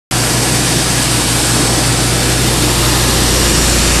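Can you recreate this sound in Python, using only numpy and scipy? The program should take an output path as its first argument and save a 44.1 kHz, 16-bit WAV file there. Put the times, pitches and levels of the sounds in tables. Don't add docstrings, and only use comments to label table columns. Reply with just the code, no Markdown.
import sys
import numpy as np
from scipy import signal
from scipy.fft import rfft, irfft
from scipy.io import wavfile
from scipy.ndimage import uniform_filter1d, minimum_filter1d

SR = 44100
rng = np.random.default_rng(int(sys.argv[2]) if len(sys.argv) > 2 else 0)


def bounce(signal):
    frames = np.transpose(np.atleast_2d(signal))
    limited = np.clip(frames, -1, 1)
    pcm = np.round(limited * 32767).astype(np.int16)
    wavfile.write(sys.argv[1], SR, pcm)


N = 176400
TIME = np.arange(N) / SR
FREQS = np.fft.rfftfreq(N, 1 / SR)


def amp(db):
    return 10 ** (np.asarray(db) / 20)


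def unit(x):
    return x / np.sqrt(np.mean(x ** 2) + 1e-20)


def curve(points):
    return np.interp(TIME, *np.transpose(points))


def colour(x, spectrum, extra_db=0):
    hz, db = np.transpose(spectrum)
    gain = amp(np.interp(np.log(FREQS + 1), np.log(hz), db) + extra_db)
    return unit(irfft(rfft(x) * gain, N))


def noise(gain):
    return unit(irfft(rfft(rng.standard_normal(N)) * gain, N))


def drift(rate_hz):
    return noise(np.exp(-(FREQS / rate_hz) ** 2) * (FREQS > 0))


def nearness():
    # t/s, the cleaner's share of the sound
    walk = [(0, 0.07), (1.4, 0.18), (2, 0.07), (2.7, 0.78), (3.4, 0.93), (4, 1)]
    return curve(walk)


def crossfade(auger, cleaner):
    return np.sqrt(1 - nearness()) * auger + np.sqrt(nearness()) * cleaner


def tone(hz, db):
    depth, rate_hz = 0.38, 0.81
    fading = 1 + depth * (drift(rate_hz) + 1j * drift(rate_hz)) / np.sqrt(2)
    wave = np.exp(2j * np.pi * (hz * TIME + rng.random()))
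    return amp(db) * unit((fading * wave).real)


def reflections(x):
    depth_db, patch_hz, patch_s = 0.94, 300, 0.45
    slices = signal.stft(x, nperseg=1024, noverlap=768)[2]
    bands, frames = slices.shape
    patches = uniform_filter1d(rng.standard_normal(slices.shape), round(patch_hz * 2 * bands / SR), axis=0)
    patches = unit(uniform_filter1d(patches, round(patch_s * frames * SR / N), axis=1))
    return signal.istft(slices * amp(depth_db * patches), nperseg=1024, noverlap=768)[1][:N]


def fan(shaft_angle):
    # multiple of the shaft speed, relative level/dB
    harmonics = [(1, -17), (2, -0.5), (3, -11.5)]
    # t/s, level/dB
    throb_level = [(0, -27.5), (1.45, -24.5), (2, -22.5), (2.6, -20.5), (3.2, -18), (3.85, -15.5), (4, -16)]
    throb = sum(amp(db) * np.cos(k * shaft_angle + 2 * np.pi * rng.random()) for k, db in harmonics)
    return np.sqrt(2) * amp(curve(throb_level)) * throb


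def motors():
    # t/s, level/dB
    hum_level = [(0, -21.5), (.55, -21), (1.3, -22), (1.95, -18.5), (2.5, -20), (3.15, -19), (3.6, -24),
                 (4, -25)]
    # multiple of the hum's frequency, level/dB
    overtones = [(2, -36.5), (3, -41), (4, -36), (5, -41), (6, -42.5), (8, -41.5), (9, -43), (10, -43),
                 (11, -42), (14, -45), (16, -45)]
    hum_hz = 120
    hum = np.sqrt(2) * amp(curve(hum_level)) * np.sin(2 * np.pi * (hum_hz * TIME + rng.random()))
    return hum + sum(tone(hum_hz * k, db) for k, db in overtones)


def housings(shaft_angle):
    # f/Hz, relative level/dB
    auger_rumble = [(15, -25), (35, -19), (70, -9), (100, -9), (135, 1), (165, -0.5), (220, -2.5),
                    (270, -0.5), (320, 1), (375, -3), (430, -5.5), (520, -8), (700, -13), (1200, -25),
                    (3000, -60)]
    cleaner_rumble = [(15, -17), (35, -11), (70, -9), (100, -7), (135, -3), (165, 0), (220, 0), (270, -1),
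                      (320, 1.6), (370, 2.3), (430, -5.5), (520, -5), (700, -16), (1200, -30), (3000, -60)]
    # t/s, level/dB
    rumble_level = [(0, -22.5), (.6, -19), (1.1, -21.5), (1.47, -22), (1.6, -17), (1.85, -20), (2.4, -18),
                    (2.9, -20.5), (3.3, -17), (3.7, -17.5), (4, -17.5)]
    # f/Hz, level/dB at the auger, level/dB at the cleaner
    frame_tones = [(114.7, -29, -41), (143.8, -27.5, -34), (167, -34, -33), (171.9, -31.5, -40),
                   (208.5, -39, -32), (231, -41, -35.5), (259.8, -35, -37.5), (302, -34, -33.5),
                   (313.5, -38.5, -33.5), (340, -41, -36), (544, -45, -39.5)]
    shaking = rng.standard_normal((2, N)) * (1 + 0.086 * np.cos(shaft_angle))
    rumble = crossfade(colour(shaking[0], auger_rumble), colour(shaking[1], cleaner_rumble))
    drone = sum(tone(hz, auger_db + (cleaner_db - auger_db) * nearness())
                for hz, auger_db, cleaner_db in frame_tones)
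    return amp(curve(rumble_level)) * rumble + drone


def sieves():
    # f/Hz, width/Hz, level/dB at the cleaner
    rings = [(1235, 140, -37), (1690, 62, -36.5), (1955, 92, -43), (2890, 430, -39), (3620, 100, -32.5),
             (4300, 300, -35.5), (5710, 80, -34)]
    ringing = sum(amp(db) * noise(1 / (1 + (2 * (FREQS - hz) / width) ** 2)) for hz, width, db in rings)
    return np.sqrt(nearness()) * ringing


def kernels(spectrum, shaft_angle):
    hits_per_s, spread_db, hit_share = 6000, 3, 0.33
    flow_db, ripple_db, ripple_hz = 0.5, 1.7, 35.6
    sizes = amp(spread_db * np.minimum(rng.exponential(1, N), 4))
    hits = unit(sizes * rng.choice([-1, 1], N) * (rng.random(N) < hits_per_s / SR))
    rush = np.sqrt(hit_share) * hits + np.sqrt(1 - hit_share) * rng.standard_normal(N)
    flow = amp(flow_db * drift(rate_hz=25)) * (1 + 0.015 * np.cos(shaft_angle))
    ripple = unit(uniform_filter1d(rng.standard_normal(len(FREQS)), round(ripple_hz / FREQS[1])))
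    return colour(rush * flow, spectrum, ripple_db * ripple)


def grain(shaft_angle):
    # f/Hz, relative level/dB
    auger = [(200, -31), (480, -3.5), (760, 4), (950, 0), (1200, 0.5), (1500, 1.5), (1700, 0), (2050, -2),
             (2500, -1.5), (3300, -2), (3700, -0.5), (4000, -3), (4500, 0.3), (5400, -1), (6400, -2.5),
             (7100, -2.5), (7700, 0), (8650, 0.5), (9500, -3), (10400, -4.5), (11600, -8.5), (12400, -11.5),
             (13500, -39)]
    cleaner = [(200, -34), (480, -7.5), (760, 2.5), (1000, 0.6), (1300, -0.5), (1700, -1), (2050, -2.5),
               (2500, -.8), (3300, 1.5), (3700, -.5), (4000, -0.5), (4500, 2.5), (5400, -1.2), (6400, -4.5),
               (7000, -2), (7550, -0.3), (8600, -3.2), (9900, -6.5), (10700, -4.5), (11800, -8),
               (12700, -11), (13600, -21)]
    tub = [(1000, -7), (2500, -5), (4300, -12), (5000, -1.5), (5850, -1.5), (6500, -2.5), (7500, -1),
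           (9000, -1), (12000, -18), (13600, -28)]
    # t/s, level/dB
    rush_level = [(0, -15), (.8, -15), (1.55, -15), (2.05, -16), (2.5, -15.4), (3, -15), (3.5, -15.5),
                  (4, -17)]
    pour_level = [(0, -45), (2.3, -38), (3.15, -26), (3.55, -17.5), (4, -18)]
    rush = amp(curve(rush_level)) * crossfade(kernels(auger, shaft_angle), kernels(cleaner, shaft_angle))
    pour = amp(curve(pour_level)) * kernels(tub, shaft_angle)
    return reflections(rush + pour + sieves())


def scene():
    shaft_hz = 28.76 * (1 + 0.0013 * drift(rate_hz=2))
    shaft_angle = 2 * np.pi * np.cumsum(shaft_hz) / SR
    mono = grain(shaft_angle) + fan(shaft_angle) + motors() + housings(shaft_angle)
    return np.array([mono, mono])


def record(dry):
    ceiling, limiter_s, start_s, cutoff_hz = 0.88, 0.003, 0.1106, 13400
    span = round(limiter_s * SR)
    needed_gain = ceiling / np.maximum(abs(dry).max(0), ceiling)
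    gain = uniform_filter1d(minimum_filter1d(needed_gain, span), span)
    lowpass = signal.firwin(301, cutoff_hz, window=("kaiser", 9), fs=SR)
    return signal.oaconvolve(dry * gain * (TIME >= start_s), lowpass[None], "same")


dry = scene()
out = record(dry)
bounce(out)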